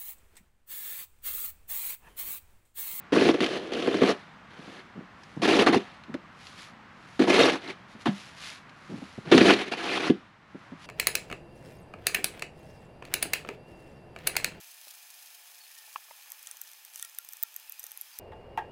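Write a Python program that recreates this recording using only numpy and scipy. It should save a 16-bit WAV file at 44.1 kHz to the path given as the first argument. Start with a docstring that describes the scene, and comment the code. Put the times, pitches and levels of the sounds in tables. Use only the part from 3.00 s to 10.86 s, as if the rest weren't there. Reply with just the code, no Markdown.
"""Over the soft wash of a quiet street, a plastic shovel knocks on paving and scrapes off snow in four strokes.
Its edge sticks and slips: uneven jolts ring the blade's modes as a judder, and crushed grit rasps on top.
Hard knocks ring the same blade where it catches or lands. Packed snow thumps as filtered clusters of clicks,
ice crumbs snap as short noise bursts, and falling snow hisses as dense grains.
A faint, dull echo tail follows the blade, the thumps and the snaps."""
import sys
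import numpy as np
from scipy import signal
from scipy.io import wavfile
from scipy.ndimage import uniform_filter1d

SR = 44100
rng = np.random.default_rng(int(sys.argv[2]) if len(sys.argv) > 2 else 0)


def master_out(mix):
    """Clip the mix to full scale and print it as 16-bit PCM to the path in sys.argv[1]."""
    frames = np.transpose(np.atleast_2d(mix))
    ceiling = np.clip(frames, -1, 1)
    pcm = np.round(ceiling * 32767).astype(np.int16)
    wavfile.write(sys.argv[1], SR, pcm)


N = 346626

# the edge bites and runs, its contact picking the resonances: start t/s, length t/s,
# judder level/dB, rasp level/dB (both rms at mid-run), swell over the run level/dB, judder f/Hz, rasp f/Hz
SCRAPE_RUNS = [(0.124, 0.18, -22.5, -28.5, 1, 346, 5570), (.33, 0.42, -37, -44, -6.5, 440, 3100),
               (.405, 0.035, -26.5, -31.5, 10.5, 323, 3100), (0.461, 0.11, -34.5, -38.5, 5.5, 403, 3100),
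               (0.717, 0.281, -30.5, -37, 1.5, 400, 3050), (1.006, .1, -26.5, -29.5, 7, 425, 1120),
               (1.5, 0.302, -56, -52, 7.5, 352, 1590), (2.416, 0.042, -25, -26.5, 5.5, 294, 780),
               (2.473, 0.13, -21, -25, -2.5, 374, 910), (2.586, .04, -19.5, -23, -1.5, 402, 910),
               (2.66, 0.024, -20, -25, -4, 325, 1650), (2.721, 0.025, -23, -25.5, 9.5, 298, 720),
               (4.192, .05, -24.5, -30.5, -1, 364, 1000), (4.265, 0.037, -22.5, -27.5, 14, 360, 1000),
               (4.317, 0.064, -22.5, -23, 1, 420, 2100), (4.386, 0.11, -19.5, -22, -7, 450, 2670),
               (4.517, 0.04, -30, -31.5, -5.5, 315, 2010), (4.605, .1, -45.5, -44, 14.5, 313, 2270),
               (6.248, .06, -45, -45.5, 9, 300, 2400), (6.312, 0.16, -18, -26, -2.5, 265, 4000),
               (6.445, 0.063, -20, -21.5, 12.5, 326, 2420), (6.524, 0.028, -23, -29, -8, 286, 2500),
               (6.56, 0.062, -35, -32.5, 2, 313, 2380), (6.655, 0.029, -39.5, -41.5, 2, 290, 2300),
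               (6.712, 0.018, -33.5, -29, 1.5, 322, 2640), (6.766, 0.21, -37, -32.5, 9, 350, 2450),
               (6.993, 0.088, -33, -31.5, 2.5, 337, 1320)]
# the edge catches on the paving: t/s, thud level/dB, crack level/dB (rms of 20 ms), thud f/Hz, crack f/Hz
EDGE_CATCHES = [(0.122, -21, -35, 345, 1100), (.164, -15.5, -31.5, 370, 1500), (.21, -18.5, -32, 375, 1500),
                (0.259, -21, -45, 315, 1500), (.288, -17.5, -28, 335, 2040), (0.341, -23, -34, 346, 1510),
                (0.405, -25.5, -29.5, 328, 2320), (0.873, -21.5, -33.5, 400, 1000),
                (.942, -23, -35, 343, 1290), (1.017, -17, -33, 385, 1300), (1.033, -19, -29, 370, 1100),
                (1.091, -24.5, -49, 557, 1090), (2.759, -18, -50, 276, 700),
                (3.141, -30.5, -40.5, 340, 650), (4.391, -28, -27, 465, 2400),
                (4.496, -34, -26.5, 400, 1800), (6.377, -13.5, -19, 268, 4070),
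                (6.408, -14.5, -22.5, 273, 2570), (7.098, -14.5, -35, 260, 800)]
# the blade is set down hard: t/s, thud level/dB, crack level/dB (rms of 20 ms), thud f/Hz, crack f/Hz,
# rebound thud against the first level/dB
BLADE_LANDINGS = [(2.668, -25.5, -19, 400, 860, 7), (4.193, -16, -33, 390, 1190, -5.5),
                  (5.057, -24.5, -26.5, 243, 660, -0.5), (6.316, -11.5, -19.5, 365, 2220, -3.5)]
# modes of the blade and shaft: f/Hz, relative level/dB, decay by 60 dB t/s
BLADE_MODES = [(154.3, -6.5, 0.048), (197.4, -8.5, 0.35), (261, 3, 0.041), (328.5, 0, 0.094),
               (376.4, 1.5, 0.069), (485.3, 1, 0.046), (582.6, -3, 0.062), (691, 1.5, 0.037),
               (870, -12, 0.025), (1072, -8.5, 0.016), (1136, -5.5, 0.0084), (1662, -15, 0.16),
               (2000, -39.5, 0.005), (2320, -71, 0.0057), (2710, -71.5, 0.057), (4100, -10.5, 0.04),
               (6460, -5.5, 0.043)]
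# colour of grit under the edge: f/Hz, filter level/dB
RASP_COLOUR = [(300, -20), (650, 1), (1000, 0.5), (1700, 2), (3000, 2), (4200, -2), (5200, -9),
               (6300, -11.5), (7500, -16.5), (8700, -22), (9600, -15.5), (11500, -29.5), (13500, -42),
               (15000, -48)]
# dull colour of crunching packed snow: f/Hz, filter level/dB
CRUNCH_COLOUR = [(20, -8.5), (60, -24), (120, 0), (200, 5), (320, -3), (480, -8), (900, -8.5), (2000, -47),
                 (6000, -75)]
# boots and blade press into packed snow: t/s, peak level/dB, f/Hz, length t/s
SNOW_THUMPS = [(1.589, -36.5, 288, 0.013), (1.678, -37.5, 348, 0.017), (1.956, -30.5, 215, 0.032),
               (2.005, -33, 384, 0.011), (2.367, -24.5, 198, 0.007), (2.393, -28.5, 119, .017),
               (3.083, -32, 193, 0.029), (4.95, -39, 210, 0.0078), (5.895, -27.5, 240, 0.05),
               (6.017, -28.5, 240, 0.015), (6.179, -27.5, 194, 0.0087), (6.262, -27.5, 170, 0.022),
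               (7.547, -31.5, 276, 0.0097), (7.72, -33.5, 215, 0.013)]
# ice crumbs snap: t/s, peak level/dB, f/Hz
ICE_CRUMBS = [(.443, -21.5, 4000), (0.462, -21, 1780), (0.7346, -23.5, 3300), (0.824, -26, 2990),
              (2.2343, -42, 5160), (3.037, -40, 2090), (3.469, -34, 5030), (3.5885, -37, 2530),
              (5.438, -29, 2220), (5.6942, -40.5, 1500), (6.536, -17, 2600)]
# loose snow slides off the blade and falls: middle t/s, nominal length t/s (spray() scales it), level/dB
SNOW_SPILLS = [(1.7, 0.19, -58.5), (2.323, 0.23, -62), (3.476, 0.14, -52), (3.622, .1, -48),
               (4.172, 0.24, -57), (4.922, 0.053, -57.5), (5.019, 0.026, -51.5), (5.196, 0.22, -49),
               (5.473, 0.13, -42.5), (6.04, 0.37, -55.5), (7.636, 0.19, -66.5), (7.86, .09, -51.5)]
# bright colour of ice and falling crystals: f/Hz, filter level/dB
SPRAY_COLOUR = [(300, -18), (900, -4), (2200, 3), (4200, 1), (5500, -4), (7000, -8), (8600, -16),
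                (9700, -10.5), (12000, -23), (15000, -60.5)]
# colour of the far street: f/Hz, filter level/dB
STREET_COLOUR = [(20, -15.5), (50, -8.5), (100, -3), (180, 0.5), (300, -7.5), (440, -12.5), (750, -8.5),
                 (1150, -5.5), (1900, -9), (2600, -15), (5000, -27.5), (8600, -40), (9800, -45),
                 (14500, -54)]

BITE_S, LIFT_DB_PER_S = 0.0045, 471  # a scrape sets in quickly and dies as the edge lifts
SETTLE_DB, SETTLE_DB_PER_S = -19.5, 86  # loosened grit trickles on afterwards
CATCH_CHATTER_S, LANDING_CHATTER_S = 0.0069, 0.018
# the blade rocks back and hits again, lower and duller, with a narrower resonance and a longer ring
REBOUND_S, REBOUND_PITCH, REBOUND_CRACK_DB = 0.018, 0.69, -12.5
REBOUND_WIDTH_HZ, REBOUND_RING_ON = 90, 4.3
STREET_DB = -51.5
DIP_S, DIP_DB, DIP_WIDTH_S = 7.38, -5.5, 0.21  # the background level dips briefly, once
EDGE_HZ = 15200  # upper band limit


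def slide(s, length_s, judder_db, rasp_db, swell_db, low_hz, high_hz, ring,
          slips_per_s=190, slip_spread_db=3.0, burst_s=0.022, steady_share=0.13,
          crunch_db=-19, sing=0.46, sing_width_hz=450):
    """Stick and slip: each uneven slip jolts the blade and crushes a burst of grit."""
    t = np.arange(SR * 3 // 4) / SR
    chance = rng.standard_normal((600, 2))
    # the typical gap is 1 / slips_per_s; some are far longer
    at = np.cumsum(np.exp(.55 * chance[:, 0])) * SR / slips_per_s
    jolts = gain_of(slip_spread_db * chance[:, 1])
    slips = np.bincount((at - at[0]).astype(int), jolts, len(t))[:len(t)]
    bursts = evened(signal.lfilter([1], [1, -np.exp(-1 / (burst_s * SR))], slips))
    # packed snow crunches dully ahead of the edge
    crunch = coloured(bursts * rng.standard_normal(len(t)), CRUNCH_COLOUR)
    low = evened(judder(slips, low_hz, ring, width_hz=270)) + gain_of(crunch_db) * evened(crunch)
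    high = rasp(steady_share + bursts, ring)
    high = high + sing * resonate(high, high_hz, sing_width_hz)
    # the push grows or slackens evenly in dB over the run
    push = gain_of(swell_db * (np.minimum(t / length_s, 1) - .5))
    touching = envelope(t, length_s, BITE_S, LIFT_DB_PER_S)
    settling = gain_of(SETTLE_DB) * envelope(t, length_s, BITE_S, SETTLE_DB_PER_S)
    low = touching * gain_of(judder_db) * steadied(low, size=1000)
    high = np.maximum(touching, settling) * gain_of(rasp_db) * steadied(high, size=1000)
    return s, push * (low + high)


def knock(s, thud_db, crack_db, hz, chatter_s, ring, rebound=0.81, width_hz=240,
          clack=3.2, clack_hz=1300, ring_on=2.9):
    """One blow and a dying chatter of rebounds ring the blade, with a clack of plastic on stone."""
    t = np.arange(SR // 3) / SR
    dying = np.exp(-t / chatter_s)
    force = rebound * dying * grains(len(t), 320, 3.7)
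    force[0] = 1
    # a longer, softer contact gives a lower thud
    force = np.convolve(force, np.hanning(int(SR / hz / 2)))[:len(t)]
    # snow that stops the chatter early also damps the ring
    thud = judder(force, hz, ring, width_hz) * dying ** (1 / ring_on)
    # the blade is too small to radiate deep bass, and a soft blow carries nothing far above its pitch
    band = signal.butter(2, [110, 1.78 * hz], "band", fs=SR, output="sos")
    thud = signal.sosfilt(band, thud)
    crack = rasp(dying[:SR // 12], ring)
    crack = crack + clack * resonate(crack, clack_hz, clack_hz)
    # each level is the rms of that part's first 20 ms
    sound = gain_of(thud_db) * thud / np.std(thud[:SR // 50])
    # the crack comes once the blade is pressed home
    add(sound, .5 / hz, gain_of(crack_db) * crack / np.std(crack[:SR // 50]))
    return s - .5 / hz, sound


def blade_ring():
    """The blade's answer to one tap; neighbouring modes swing in opposite senses."""
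    t = np.arange(SR // 3) / SR
    ring = np.zeros(len(t))
    for k, (hz, db, t60) in enumerate(BLADE_MODES):
        ring += (-1) ** k * gain_of(db - 60 * t / t60) * np.sin(2 * np.pi * hz * t)
    return ring / np.linalg.norm(ring)


def judder(force, hz, ring, width_hz, top_hz=950):
    """Slow pushes bend the blade; the contact picks the modes near hz."""
    bend = signal.oaconvolve(resonate(force, hz, width_hz), ring)[:len(force)]
    return signal.sosfilt(signal.butter(2, top_hz, fs=SR, output="sos"), bend)


def rasp(pressure, ring, per_s=5000, spread_db=0.0, ring_db=-7, scratch_share=0.48):
    """Grit cracks and scratches under the edge, heard directly and through the blade's ring."""
    cracks = evened(grains(len(pressure), per_s, spread_db))
    grit = pressure * (cracks + scratch_share * scratches(len(pressure)))
    through_blade = signal.oaconvolve(grit, ring)[:len(grit)]
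    return coloured(grit + gain_of(ring_db) * through_blade, RASP_COLOUR)


def scratches(size, per_s=35, decay_s=0.0061, width_hz=300, count=14):
    """Stones and ridges of ice drag for a few milliseconds, spread over a set of pitches."""
    out = np.zeros(size)
    for hz in np.geomspace(900, 5500, count):
        starts = abs(grains(size, per_s, 2.8))
        drag = signal.lfilter([1], [1, -np.exp(-1 / (decay_s * SR))], starts)
        out += resonate(drag * rng.standard_normal(size), hz, width_hz)
    return evened(out)


def thump(s, db, hz, length_s, width_hz=220, cluster_share=0.66):
    """Snow gives way with one push and a quick cluster of small, muffled collapses."""
    u = np.arange(SR // 6) / SR / length_s * 2
    # the collapses are strongest at half the length
    cluster = cluster_share * u * np.exp(-u) * grains(len(u), 1500, 5.4)
    cluster[0] = 1
    dull = coloured(resonate(cluster, hz, width_hz), CRUNCH_COLOUR)
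    return s, gain_of(db) * dull / abs(dull).max()


def crumb(s, db, hz, decay_s=0.0055, width_hz=3000):
    """A crumb of ice breaks with a short bright snap of decaying noise."""
    t = np.arange(SR // 20) / SR
    burst = np.exp(-t / decay_s) * rng.standard_normal(len(t))
    snap = coloured(resonate(burst, hz, width_hz), SPRAY_COLOUR)
    return s, gain_of(db) * snap / abs(snap).max()


def spray(reach=0.68):
    """Thousands of crystals patter down as a fine hiss; each spill gathers and thins out."""
    power = np.zeros(N)
    for s, length_s, db in SNOW_SPILLS:
        power += (gain_of(db) * swell(s, reach * length_s)) ** 2
    return np.sqrt(power) * evened(coloured(grains(N, 8000, 4.1), SPRAY_COLOUR))


def yard(x, echo_db=-26, t60=0.19, dull_hz=3500):
    """Trunks and house fronts scatter a faint, dull tail."""
    t = np.arange(SR) / SR
    # the echoes build up over 30 ms while they decay
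    tail = grains(SR, 2000, 2) * gain_of(-60 * t / t60) * np.minimum(t / .03, 1)
    tail = signal.sosfilt(signal.butter(2, dull_hz, fs=SR, output="sos"), tail)
    return x + gain_of(echo_db) * signal.oaconvolve(x, tail / np.linalg.norm(tail))[:N]


def street():
    """The wash of far traffic, dulled by snow: coloured noise, with one brief dip in level."""
    level_db = STREET_DB + DIP_DB * swell(DIP_S, DIP_WIDTH_S)
    return gain_of(level_db) * evened(coloured(rng.standard_normal(N), STREET_COLOUR))


def grains(count, per_s, spread_db):
    """Clicks at random moments, most small and a few large."""
    size_db = spread_db * np.minimum(rng.exponential(1, count), 4)
    return rng.choice([-1, 1], count) * gain_of(size_db) * (rng.random(count) < per_s / SR)


def resonate(x, hz, width):
    """A resonance of gain 1 at hz, with its bandwidth in Hz."""
    turn = np.exp(2j * np.pi * np.cumsum(hz * np.ones(len(x))) / SR)
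    r = np.exp(-np.pi * width / SR)
    # shift the pitch down to zero, smooth, and shift back
    return 2 * (turn * signal.lfilter([1 - r], [1, -r], x / turn)).real


def coloured(x, points, size=4096):
    """Causal minimum-phase filter with the gain of an (f/Hz, level/dB) table."""
    hz, db = np.transpose(points)
    log_hz = np.log(abs(np.fft.fftfreq(size, 1 / SR)) + 1)
    log_gain = np.log(gain_of(np.interp(log_hz, np.log(hz), db)))
    taps = np.fft.ifft(np.exp(np.conj(signal.hilbert(log_gain)))).real
    return signal.oaconvolve(x, taps[:size // 2])[:len(x)]


def envelope(t, length_s, attack_s, fall_db_per_s):
    """Rises, holds until length_s, then dies away."""
    return np.minimum(t / attack_s, 1) * gain_of(-fall_db_per_s * np.maximum(t - length_s, 0))


def swell(middle_s, half_width_s):
    """A smooth rise and fall around one moment."""
    return np.exp(-((np.arange(N) / SR - middle_s) / half_width_s) ** 2)


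def gain_of(db):
    """Decibels to a factor."""
    return 10 ** (np.asarray(db) / 20)


def evened(x):
    """Scales to rms 1."""
    return x / np.sqrt(np.mean(x ** 2) + 1e-20)


def steadied(x, size):
    """Scales to about rms 1 over every stretch of size samples; faster grain stays."""
    power = uniform_filter1d(uniform_filter1d(x ** 2, size), size)
    return x / np.sqrt(abs(power) + 1e-12)


def add(mix, s, sound):
    """Mixes a sound in at time s."""
    part = mix[round(s * SR):][:len(sound)]
    part += sound[:len(part)]


def scene():
    """Shovel, packed snow and ice in the open air, over falling snow and the street."""
    work, ring = np.zeros(N), blade_ring()
    for row in SCRAPE_RUNS:
        add(work, *slide(*row, ring))
    for s, thud_db, crack_db, hz, crack_hz in EDGE_CATCHES:
        add(work, *knock(s, thud_db, crack_db, hz, CATCH_CHATTER_S, ring, clack_hz=crack_hz))
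    for s, thud_db, crack_db, hz, crack_hz, rebound_db in BLADE_LANDINGS:
        add(work, *knock(s, thud_db, crack_db, hz, LANDING_CHATTER_S, ring, clack_hz=crack_hz))
        add(work, *knock(s + REBOUND_S, thud_db + rebound_db, crack_db + REBOUND_CRACK_DB,
                         hz * REBOUND_PITCH, LANDING_CHATTER_S, ring, width_hz=REBOUND_WIDTH_HZ,
                         clack_hz=crack_hz, ring_on=REBOUND_RING_ON))
    for row in SNOW_THUMPS:
        add(work, *thump(*row))
    for row in ICE_CRUMBS:
        add(work, *crumb(*row))
    return (yard(work) + spray() + street())[None]


def record(dry, low_cut_hz=50):
    """The microphone's bass roll-off, the full-scale ceiling, then the band limit."""
    rolled_off = signal.sosfilt(signal.butter(1, low_cut_hz, "high", fs=SR, output="sos"), dry)
    heard = np.clip(rolled_off, -1, 1)
    band_limit = signal.firwin(255, EDGE_HZ, window=("kaiser", 9), fs=SR)
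    return signal.oaconvolve(heard, band_limit[None], "same")


dry = scene()
out = record(dry)
master_out(out)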